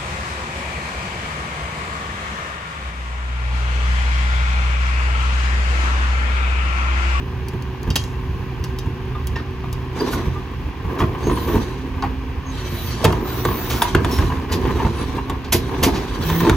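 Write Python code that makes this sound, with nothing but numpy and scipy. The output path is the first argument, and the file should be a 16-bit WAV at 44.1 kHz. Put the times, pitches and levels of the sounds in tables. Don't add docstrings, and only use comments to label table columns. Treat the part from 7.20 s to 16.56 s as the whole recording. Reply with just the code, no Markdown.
import sys
import numpy as np
from scipy import signal
from scipy.fft import rfft, irfft, next_fast_len
from scipy.io import wavfile
from scipy.ndimage import uniform_filter1d, map_coordinates

SR = 44100
rng = np.random.default_rng(int(sys.argv[2]) if len(sys.argv) > 2 else 0)


def persist_wave(psi):
    counts = np.round(np.clip(psi, -1, 1) * 32767).astype(np.int16)
    wavfile.write(sys.argv[1], SR, np.atleast_2d(counts).T)


N = 412776
TIME = np.arange(N) / SR
REV_UP_S = (3.9, 4.5)

# frequency in Hz, relative level in dB.
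BODY = [(100, -3.5), (170, -3), (250, 4), (310, 1), (370, 1.5), (460, -2), (560, -11.5), (900, -41.5)]
# frequency in Hz, relative level in dB.
RATTLE = [(350, -11), (580, -9), (720, 2), (870, 5.5), (1060, 9), (1220, 1), (1370, -12.5), (1600, -1.5),
          (2000, -7.5), (3000, -13.5), (6000, -35)]
# frequency in Hz, relative level in dB, t60 in seconds.
CART = [(216, 3, 0.16), (256, -4, 0.068), (293, 3, 0.11), (344, 5.5, 0.1), (400, 5, 0.077),
        (451.6, -7, 0.18), (635, -4.5, 0.12)]


def amp(db):
    return 10 ** (np.asarray(db) / 20)


def unit(x):
    return x / np.sqrt(np.mean(x ** 2) + 1e-20)


def read(points, hz):
    f, value = np.transpose(points)
    return np.interp(np.log(hz + 1), np.log(f + 1), value)


def colour(x, spectrum):
    size = next_fast_len(x.shape[-1])
    gain = amp(read(spectrum, np.fft.rfftfreq(size, 1 / SR)))
    return irfft(rfft(x, size) * gain, size)[..., :x.shape[-1]]


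def brighten(x, treble_db):
    return colour(x, [(5000, 0), (10000, treble_db)])


def wander(hz):
    knots = rng.standard_normal(4000)
    return unit(map_coordinates(knots, [TIME * hz], order=1, mode="wrap"))


def held(start, end, rise, t60):
    attack = np.clip((TIME - start) / max(rise, .005), 0, 1)
    return attack * amp(-60 * np.maximum(TIME - end, 0) / max(t60, .02))


def add(mix, s, sound):
    part = mix[max(round(s * SR), 0):][:len(sound)]
    part += sound[:len(part)]


def wide(drive, spectrum):
    # frequency in Hz, level of the diffuse part in dB.
    apart = [(50, -21), (250, -12), (1000, -7.5), (3000, -5), (6000, 1), (9000, -41)]
    direct, diffuse = colour(drive, spectrum)
    return unit(direct + np.array([[1], [-1]]) * colour(diffuse, apart))


def grains(per_s, spread_db):
    size = amp(spread_db * np.minimum(rng.exponential(1, (2, N)), 4))
    struck = rng.random((2, N)) < per_s / SR
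    return unit(size * rng.standard_normal((2, N)) * struck)


def burst(spectrum, t, rise, t60, grit_db=0):
    grit_per_s = 317
    shape = np.minimum(t / max(rise, 1e-4), 1) * amp(-60 * np.maximum(t - rise, 0) / max(t60, .005))
    knots = rng.standard_normal(size=400)
    grit = amp(grit_db * map_coordinates(knots, [t * grit_per_s], order=1, mode="wrap"))
    sound = colour(rng.standard_normal(len(t)), spectrum) * shape * grit
    return unit(sound) * np.sqrt(np.mean(shape ** 2))


def ring(modes, t, detune):
    return sum(amp(db - 60 * t / t60) * np.sin(2 * np.pi * hz * (1 + detune * rng.standard_normal()) * t)
               for hz, db, t60 in modes)


def steelwork(x, ring_db=-4, t60=0.061):
    t = np.arange(SR // 8) / SR
    mode_hz = np.exp(rng.uniform(np.log(1500), np.log(15000), size=70))
    response = ring([(hz, 0, t60) for hz in mode_hz], t, detune=0)
    response = response[None] / np.linalg.norm(response)
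    return x + amp(ring_db) * signal.oaconvolve(x, response, axes=1)[:, :N]


def turbulent(x):
    depth_db = 2.8
    z = signal.stft(x, nperseg=1024)[2]
    patches = uniform_filter1d(rng.standard_normal(z.shape[1:]), size=5, axis=0)
    patches = unit(uniform_filter1d(patches, size=7, axis=1))
    return unit(signal.istft(z * amp(depth_db * patches), nperseg=1024)[1][:, :N])


def street(x):
    # frequency in Hz, t60 in seconds.
    decay = [(60, 0.15), (500, 0.33), (2000, 0.19), (6000, 0.2), (10000, 0.062), (16000, 0.094)]
    taps = rng.standard_normal((2, SR // 2)) * (rng.random((2, SR // 2)) < .06)
    taps[:, :SR // 300] = 0
    hz, t, z = signal.stft(taps, SR, nperseg=256)
    tail = signal.istft(z * amp(-60 * t / read(decay, hz)[:, None]), SR, nperseg=256)[1]
    return signal.fftconvolve(x[None], tail / np.linalg.norm(tail[0]), axes=1)[:, :N]


def sag():
    # start in seconds, end in seconds, firings a second lost, time to sink in seconds.
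    loads = [(3.947, 4.454, 6.54, 0.33), (5.329, 5.826, 7.8, .22), (5.58, 6.662, 4.9, 0.43),
             (7.371, 7.731, 9, .3), (8.3, 9.36, 2.38, 0.31)]
    return np.max([hz * held(start, end, sink, t60=.55) for start, end, hz, sink in loads], axis=0)


def engine_speed():
    idle_hz, fast_idle_hz = 62.73, 65.95
    return np.interp(TIME, REV_UP_S, [idle_hz, fast_idle_hz]) - sag()


def diesel(clatter_db=-43, throb=0.072, lope=0.011, drone_db=-1.24):
    # firings a second, then levels of the 2nd, 4th and 6th multiple in dB before the drone's trim.
    pipe = [(57.7, -34, -32, -48), (60.3, -31, -45, -43), (62.6, -31.3, -43, -38),
            (65.4, -39.5, -32.5, -45)]
    # multiple, level at full load in dB.
    load_tones = [(6, -37.5), (8, -45), (10, -55)]
    # frequency in Hz, relative level in dB.
    injector_colour = [(600, -80), (1000, 0), (1350, -4.5), (1700, -1), (2600, 0), (3500, -6.5),
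                       (4500, -12), (7000, -20), (10000, -26), (14000, -45), (16000, -66)]
    waver_db, waver_share, full_load_hz = 3, .005, 7.3

    speed = engine_speed()
    dip_db = -6 * held(3.07, 3.6, rise=0.17, t60=0.77)
    unsteady = np.interp(TIME, REV_UP_S, [.5, 1])
    firing = speed * (1 + waver_share * unsteady * wander(15))
    turns = np.cumsum(firing) / SR
    speeds, *levels = np.transpose(pipe)
    drone = 0
    for k, level in enumerate(levels):
        tone_db = np.interp(speed, speeds, level) + waver_db * unsteady * wander(13)
        drone = drone + amp(tone_db) * np.sqrt(2) * np.sin(4 * np.pi * (k + 1) * turns)

    strain = np.clip(sag() / full_load_hz, 0, 1)
    whine = sum(amp(db + waver_db * wander(9.3)) * np.sqrt(2) * np.sin(2 * np.pi * k * turns)
                for k, db in load_tones)
    uneven = 1 + .36 * strain * wander(40)
    exhaust = (amp(drone_db + dip_db) * drone + strain * whine) * uneven

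    gate = 1 + throb * np.cos(4 * np.pi * turns) + lope * np.cos(2 * np.pi * turns / 6)
    injectors = steelwork(rng.standard_normal((2, N)) * gate, ring_db=-13)
    return exhaust + amp(clatter_db) * wide(injectors, injector_colour)


def shaking():
    # start in seconds, end in seconds,
    # rattle in dB, boom of the chassis in dB, both before the rumble's trims.
    movements = [(0.59, 1.456, -49, -29), (2.742, 3.067, -34, -36), (3.578, 4.438, -33, -32),
                 (4.588, 4.893, -38.5, -46), (5.744, 6.72, -32.5, -50), (6.754, 7.127, -29, -25),
                 (7.242, 7.64, -29, -30), (7.71, 7.947, -32, -46), (8.048, 8.305, -39, -49),
                 (8.446, 8.805, -28.5, -27), (8.906, 9.356, -30, -30)]
    idle_boom_db, idle_body_db, idle_rattle_db = -30, -37, -38
    body_over_rattle_db = 2.5
    rattle, boom = np.zeros(N), np.zeros(N)
    for start, end, rattle_db, boom_db in movements:
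        shape = held(start, end, rise=0.071, t60=1)
        rattle = np.maximum(rattle, amp(rattle_db) * shape)
        boom = np.maximum(boom, amp(boom_db) * shape)
    return (np.hypot(amp(idle_boom_db), boom),
            np.hypot(amp(idle_body_db), amp(body_over_rattle_db) * rattle),
            np.hypot(amp(idle_rattle_db), rattle))


def rumble(boom_db=1.5, body_db=.5, rattle_db=-2.5, jolt_db=2.24, throb_db=2.0):
    # frequency in Hz, relative level in dB.
    chassis = [(15, -47), (28, -17), (42, 3.5), (55, 6), (75, 9.5), (100, 0.5), (150, -3), (200, -8),
               (330, -52.5)]
    boom, body, rattle = shaking()
    moving = np.interp(TIME, [2.5, 3, 5.8, 6], [.2, .5, .5, .75])
    jolts = jolt_db * moving * wander(35)
    fine = np.sqrt(1 - moving ** 2) * grains(per_s=3000, spread_db=1.5)
    coarse = moving * grains(per_s=900, spread_db=1.2)
    throbbing = boom * amp(boom_db + throb_db * wander(9))
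    return (throbbing * wide(rng.standard_normal((2, N)), chassis)
            + body * amp(body_db + jolts) * wide(grains(per_s=1800, spread_db=2.0), BODY)
            + rattle * amp(rattle_db + jolts) * wide(fine + coarse, RATTLE))


def oil_flow():
    # start in seconds, end in seconds, level at the end in dB before the oil's trim.
    strokes = [(2.717, 2.963, -38.5), (3.96, 4.434, -39), (5.264, 5.828, -36), (6.01, 6.686, -34.5),
               (6.784, 7.058, -38.5), (7.346, 7.91, -40), (8.346, 8.95, -39.5), (8.978, 9.267, -32)]
    pressure_db_per_s = 7
    return np.max([held(start, end, rise=0.074, t60=0.96)
                   * amp(db + pressure_db_per_s * np.minimum(TIME - end, 0))
                   for start, end, db in strokes], axis=0)


def valve_jet(bend=.02, drift=.006, lower=0.91, lower_db=-5, waver_db=3.0):
    # start in seconds, end in seconds, time to open in seconds,
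    # rush in dB, whistle in dB, whistle in Hz when wide open.
    jets = [(4.12, 4.35, 0.095, -42.5, -54, 14900), (5.41, 5.69, 0.22, -39.5, -54, 15120),
            (5.99, 6.628, 0.17, -42, -41.5, 15200), (6.87, 6.972, 0.044, -45, -56, 16000),
            (9, 9.212, 0.077, -42, -39, 15500)]
    # frequency in Hz, relative level in dB.
    rush_colour = [(7000, -69), (10000, 6), (12500, 3), (14200, 10.5), (15200, 6), (15900, -20),
                   (16500, -30)]
    openings = np.array([held(start, end, rise, t60=0.22) for start, end, rise, *_ in jets])
    opening = openings.max(axis=0)
    rush_db, whistle_db, top_hz = np.array(jets)[openings.argmax(axis=0), 3:].T
    out = amp(rush_db) * turbulent(wide(rng.standard_normal((2, N)), rush_colour))
    for ratio, db in ((1, 0), (lower, lower_db)):
        hz = ratio * top_hz * (1 - bend * (1 - opening) + drift * wander(11))
        fuzz = unit(colour(rng.standard_normal(N), [(180, 0), (400, -8), (900, -26), (2000, -80)]))
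        gain = amp(whistle_db + db + waver_db * wander(16))
        out = out + gain * fuzz * np.sqrt(2) * np.sin(2 * np.pi * np.cumsum(hz) / SR)
    return opening * out


def hydraulics(oil_db=2, flutter_db=1.5):
    # frequency in Hz, relative level in dB.
    hiss_colour = [(1000, 9), (2500, 7), (3900, 10.5), (5200, 2.5), (6500, 5), (8500, 1.5), (11000, -3),
                   (13000, -5.5), (15000, -30), (16200, -24)]
    flow = oil_flow() * amp(oil_db + flutter_db * wander(60))
    oil = steelwork(grains(per_s=9000, spread_db=1.5))
    return flow * turbulent(wide(oil, hiss_colour)) + valve_jet()


def crashes_and_spurts():
    # frequency in Hz, relative level in dB.
    burst_colour = [(500, 7.5), (1500, 2.5), (2800, 7), (4500, 4), (7200, 2), (9000, -0.5), (11000, 0.5),
                    (13000, -4), (14500, -1), (16000, -30)]
    # start in seconds, level in dB, rise in seconds, t60 in seconds, extra dB above 10 kHz.
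    bursts = [(2.157, -34, .004, 0.21, -20), (2.85, -35.5, 0.032, 0.13, -3), (2.90, -31.5, 0.038, 0.13, 4),
              (3.78, -33, 0.015, 0.2, -5), (6.494, -25, 0.011, 0.42, -0.5), (6.907, -32, 0.0097, 0.6, 2.5),
              (7.315, -22, 0.01, 0.15, -3), (8.242, -32.5, 0.0046, 0.12, -17),
              (8.321, -12.5, 0.005, 0.15, 5), (8.626, -12.5, 0.01, 0.15, 1.5),
              (8.721, -28.5, 0.041, 0.25, -10)]
    out, t = np.zeros(N), np.arange(SR // 2) / SR
    for s, db, rise, t60, treble_db in bursts:
        add(out, s, amp(db) * brighten(burst(burst_colour, t, rise, t60), treble_db))
    return out


def rubbish(clatter_db=-7, t60=0.076):
    spill_s = 5.85
    size_spread_db = 5
    out, t = np.zeros(N), np.arange(SR // 8) / SR
    for when, pitch, size in rng.random((45, 3)):
        hz = 600 * 2.8 ** pitch
        piece = [(hz / 3, -22), (hz / 1.3, -8), (hz, 0), (hz * 1.3, -9),
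                 (hz * 1.8, -7), (hz * 3, -20), (hz * 8, -45)]
        sound = burst(piece, t, rise=0.0063, t60=t60, grit_db=5.5)
        add(out, spill_s + when * (TIME[-1] - spill_s), amp(size_spread_db * size) * sound)
    return shaking()[2] * amp(clatter_db) * out


def squeaks():
    # start in seconds,
    # length in seconds, pitch at the start in Hz, pitch at the end in Hz, level in dB.
    cries = [(2.789, 0.039, 4740, 4780, -28.5), (3.11, 0.094, 1150, 1220, -34.5),
             (4.01, 0.12, 6340, 6570, -36), (4.073, 0.12, 9500, 9900, -36), (5.238, 0.1, 6500, 6370, -41),
             (6.887, 0.14, 5400, 5460, -32.5), (7.286, 0.106, 4820, 4714, -37),
             (7.716, 0.16, 9150, 8900, -34), (8.98, 0.34, 155, 175, -16), (9.027, .33, 316, 343, -27)]
    scratch, rasp = .005, .5
    out, slip = np.zeros(N), wander(400)
    for s, length, start_hz, end_hz, db in cries:
        hz = np.linspace(start_hz, end_hz, int(max(length, .01) * SR))
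        hz = hz * (1 + scratch * slip[int(s * SR):][:len(hz)])
        grip = unit(1 + rasp * wander(min(.15 * start_hz, 250))[:len(hz)])
        tone = np.sin(2 * np.pi * np.cumsum(hz) / SR)
        add(out, s, amp(db) * grip * np.hanning(len(hz)) * tone)
    return out


def clinks(ring_db=-7, clack_db=-3, tail_db=-24, chatter_t60=0.018, clack_t60=0.039, tail_t60=0.4):
    # start in seconds, level in dB before the parts' trims, extra dB above 10 kHz.
    meetings = [(0.284, -40, 10), (.423, -48, 6), (0.6307, -46, 5), (0.703, -24.5, -4),
                (0.7566, -11.5, 1.5), (0.763, -21, 0), (0.838, -37, 3), (1.44, -30.5, 2.5), (1.587, -34, 6),
                (2.0706, -36, 10.5), (2.528, -38, 11), (4.823, -33, -9), (5.843, -17.5, 8),
                (5.925, -38, 10), (6.6205, -21.5, 11)]
    # frequency in Hz, relative level in dB, t60 in seconds.
    latch = [(1925, -15, 0.079), (2700, -25, 0.047), (3220, 7, 0.042), (3760, 4.5, 0.046),
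             (4670, -1, 0.046), (5300, -2.5, .06), (6140, -5, 0.077), (6700, -13, 0.065)]
    tick_db, tick_growth = -9, 0.57
    tick = [(2000, -27), (4500, 11.5), (7000, 3.5), (11000, -5.0), (16000, -10)]
    clack = [(1400, 0), (2400, -6), (2800, 11.0), (3500, -4), (4600, 0.5), (6200, -18), (7500, -2), (16000, -18)]
    shimmer = [(1500, -25), (2700, -13), (6500, 10), (11000, -2), (14000, -11), (16000, -27)]
    out, t = np.zeros(N), np.arange(SR // 3) / SR
    for s, level, treble_db in meetings:
        contacts = rng.standard_normal(len(t)) * amp(-60 * t / chatter_t60)
        contacts = contacts / np.linalg.norm(contacts)
        rung = signal.fftconvolve(contacts, ring(latch, t, detune=0.0065))[:len(t)]
        clink = (amp(level + ring_db) * rung
                 + amp(level + clack_db) * burst(clack, t, rise=0.0055, t60=clack_t60)
                 + amp(level + tail_db) * burst(shimmer, t, rise=.008, t60=tail_t60)
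                 + amp(tick_db + tick_growth * level) * burst(tick, t, rise=0.00076, t60=0.011))
        add(out, s, brighten(clink, treble_db))
    return out


def judders(panel_db=0, cart_db=-11):
    # start in seconds, end in seconds, level in dB, pitch of the panel in Hz.
    runs = [(2.16, 2.2, -28, 1390), (2.762, 2.89, -25.5, 894), (2.921, 3.04, -31, 1103),
            (3.763, 3.85, -20, 1093), (4.278, 4.385, -24, 997), (4.829, 4.875, -28.5, 860),
            (5.859, 5.905, -17.5, 805), (6.758, 6.81, -22, 950), (6.983, 7.035, -21, 907),
            (7.615, 7.675, -22, 890), (8.64, 8.7, -18, 851), (9.233, 9.29, -14.5, 905)]
    # multiple of its pitch, relative level in dB, t60 in seconds.
    panel_modes = [(.55, -10, .04), (1, -2.5, .045), (1.17, -7, .04), (1.62, -11, 0.051), (2.1, -14, 0.033),
                   (2.8, -13, 0.025)]
    slips_per_s, slip_spread_db, pitch_spread = 90, 3.5, .1
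    out, t = np.zeros(N), np.arange(SR // 8) / SR
    for start, end, db, pitch_hz in runs:
        s = start
        while s < end:
            hz = pitch_hz * (1 + pitch_spread * rng.standard_normal())
            panel = [(hz * k, level, t60) for k, level, t60 in panel_modes]
            slip = (amp(panel_db) * ring(panel, t, detune=0.038)
                    + amp(cart_db) * ring(CART, t, detune=.04))
            slip_db = db + slip_spread_db * rng.uniform(-1.37, 1)
            add(out, s, amp(slip_db) * slip * (1 - np.exp(-t / 0.00096)))
            s += rng.uniform(.4, 1.6) / slips_per_s
    return out


def strikes():
    # start in seconds, shell in dB,
    # thud in dB, frequency in Hz at which the struck wall booms most. All levels here are before trims.
    bumps = [(0.335, -25.5, -21, 302), (.675, -22, -16.5, 252), (1.66, -25, -21.5, 300),
             (2.806, -14.5, -38, 394), (2.87, -24, -40, 400), (2.971, -23.5, -28, 290),
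             (3.069, -29, -16.5, 226), (3.645, -29, -20.5, 250), (3.811, -17, -11, 230),
             (4.069, -13.5, -24, 340), (4.111, -15.5, -23, 257), (4.276, -19.5, -26, 340),
             (4.332, -15, -26, 395), (4.353, -11.5, -17, 229), (5.913, -23.5, -31, 345),
             (7.023, -37, -13.5, 251), (7.335, -19.5, -36, 397), (7.45, -22.5, -36, 400),
             (7.649, -22.5, -19, 445.6), (8.344, -13, -17, 410), (8.665, -13.5, -30, 293),
             (9.268, -14.5, -36, 345)]
    # start in seconds, clack in dB, thud in dB.
    bangs = [(5.844, -16, -13), (5.851, -7.5, -11), (6.251, -15.5, -19), (6.6198, -10, -33),
             (6.749, -10, -11.5), (6.846, -17.5, -23), (6.986, -21, -19.5), (8.097, -23, -23.5),
             (8.638, -18, -16.5), (9.099, -19.5, -22), (9.204, -18.5, -19), (9.2958, -9.5, -10.5)]
    # start in seconds, clack in dB, pitch of the struck panel in Hz.
    clacks = [(0.675, -32, 880), (1.949, -29, 1215), (2.158, -24, 1827), (2.439, -29, 1200),
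              (2.93, -22.5, 1460), (3.802, -16, 1053), (3.814, -22.5, 1080), (3.947, -25, 1054),
              (4.096, -20, 1020), (4.172, -23, 1022), (4.283, -25.5, 1100), (4.824, -21, 1075),
              (4.836, -19, 797), (5.927, -19, 973), (6.053, -28, 1290), (6.283, -22, 1090),
              (6.315, -24.5, 1050), (6.649, -21.5, 973), (7.021, -24, 995), (7.099, -19, 1000),
              (7.452, -24.5, 1066), (7.597, -21, 938), (7.648, -20.5, 893), (7.98, -21, 947),
              (9.123, -27, 950), (9.327, -21.5, 1234)]
    jarred_hz = 362

    def panel_hz():
        return 1009 * (1 + 0.073 * rng.standard_normal())

    for s, db, thud, wall_hz in bumps:
        yield s, db - 10, db, thud, db - 22, 0.092, panel_hz(), wall_hz
    for s, db, thud in bangs:
        t60 = 0.12 * .5 ** ((db + 30.0) / 16.5)
        yield s, db, (db + thud) / 2 - 6.5, thud, db - 5, t60, panel_hz(), jarred_hz
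    for s, db, hz in clacks:
        yield s, db, db - 15, db - 4.5, db - 28, 0.098, hz, jarred_hz


def knocks(clack_db=-3, panel_db=0, shell_db=-4, cart_db=1, thud_db=-4, crack_db=2,
           shell_longer=2.14, crack_shorter=0.52, panel_shorter=0.82):
    # frequency in Hz, relative level in dB.
    crack_colour = [(900, -32), (1500, 16), (2400, 1), (3500, 6.5), (4800, -6), (6200, -6), (7200, 1.5),
                    (9000, -3), (10800, -5.5), (12500, -9), (14000, -13), (16000, -31)]
    # frequency in Hz, relative level in dB, t60 in seconds.
    hopper = [(58, -7, 0.49), (63.8, 3, 0.28), (90.4, 7.5, 0.21), (119.5, -2.5, 0.35), (146.8, 3, 0.21)]
    # start in seconds, frequency in Hz, level in dB, t60 in seconds.
    clangs = [(2.156, 1820, -27, 0.093), (2.156, 2730, -29, 0.063), (4.824, 1459, -27, 0.12),
              (4.835, 795, -11, 0.032), (5.839, 620, -8.5, 0.06), (5.846, 458, -4, 0.059),
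              (6.252, 477, -11, 0.044), (6.619, 3544, -3.5, 0.012), (6.621, 966, -2.5, 0.03),
              (6.621, 10640, -22, 0.12), (6.748, 1450, -3.5, 0.016), (6.752, 384, -3, 0.056),
              (9.262, 331.4, -12, 0.35), (9.295, 1424, -7, 0.021), (9.296, 1010, -14, 0.044)]
    give = .016
    focus_db_per_octave = 16
    out, t = np.zeros(N), np.arange(SR // 2) / SR
    for s, clack, shell, thud, crack, t60, hz, wall_hz in strikes():
        wall = [(f, db - focus_db_per_octave * abs(np.log2(f / wall_hz)), decay) for f, db, decay in CART]
        panel = [(hz, 0, t60 * panel_shorter), (hz, -6, t60 * panel_shorter),
                 (hz * 3.0, -10, t60 / 2), (hz * 1.9, -14, t60 / 2)]
        contact = burst(RATTLE, t, rise=t60 * give, t60=t60, grit_db=5.5)
        panel_ring = ring(panel, t, detune=0.017) * (1 - np.exp(-t / 0.0022))
        shell_noise = burst(BODY, t, rise=0.0022, t60=t60 * shell_longer)
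        cart_boom = ring(wall, t, detune=0.028) * (1 - np.exp(-t / 0.0044))
        hopper_thud = ring(hopper, t, detune=0.044) * (1 - np.exp(-t / 0.0034))
        crack_noise = burst(crack_colour, t, rise=t60 * give / 2, t60=t60 * crack_shorter)
        add(out, s, amp(clack + clack_db) * contact + amp(clack + panel_db) * panel_ring
            + amp(shell + shell_db) * shell_noise + amp(shell + cart_db) * cart_boom
            + amp(thud + thud_db) * hopper_thud + amp(crack + crack_db) * crack_noise)
    for s, hz, db, t60 in clangs:
        add(out, s, ring([(hz, db, t60)], t, detune=0.002) * (1 - np.exp(-t / 0.00098)))
    return out


def scene(wet_db=-12):
    blows = knocks() + judders() + clinks() + rubbish() + crashes_and_spurts() + squeaks()
    thrown = colour(blows, [(100, -20.0), (600, 1.5), (5000, 2.5), (9000, -16.0)])
    return diesel() + rumble() + hydraulics() + blows + amp(wet_db) * street(thrown)


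def record(dry):
    # frequency in Hz, phase in radians by which the left port leads.
    lead = [(0, 0), (400, 0), (1200, .4), (1900, -.5), (2900, 1), (4400, 1.1), (5250, 1.2), (6500, -.7),
            (7600, -2.3), (8600, -3.14), (9600, -4), (11900, -5.6), (16000, -6.3)]
    # frequency in Hz, left level over right in dB.
    tilt = [(60, -2), (250, -2.1), (550, -0.1), (1100, 1.1), (2000, 0), (4000, -0.1), (9000, -0.5)]
    ceiling, edge_hz = .92, 16200
    size = next_fast_len(N + 2048)
    hz = np.fft.rfftfreq(size, 1 / SR)
    half = amp(read(tilt, hz) / 2) * np.exp(.5j * np.interp(hz, *np.transpose(lead)))
    ports = irfft(rfft(dry, size) * np.array([half, 1 / half]), size)[:, :N]
    ports = signal.sosfilt(signal.butter(3, 33, "high", fs=SR, output="sos"), ports)
    rounded = ports / (1 + (ports / ceiling) ** 6) ** (1 / 6)
    band_limit = signal.firwin(511, edge_hz, window=("kaiser", 9), fs=SR)
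    return signal.oaconvolve(rounded, band_limit[None], "same")


dry = scene()
out = record(dry)
persist_wave(out)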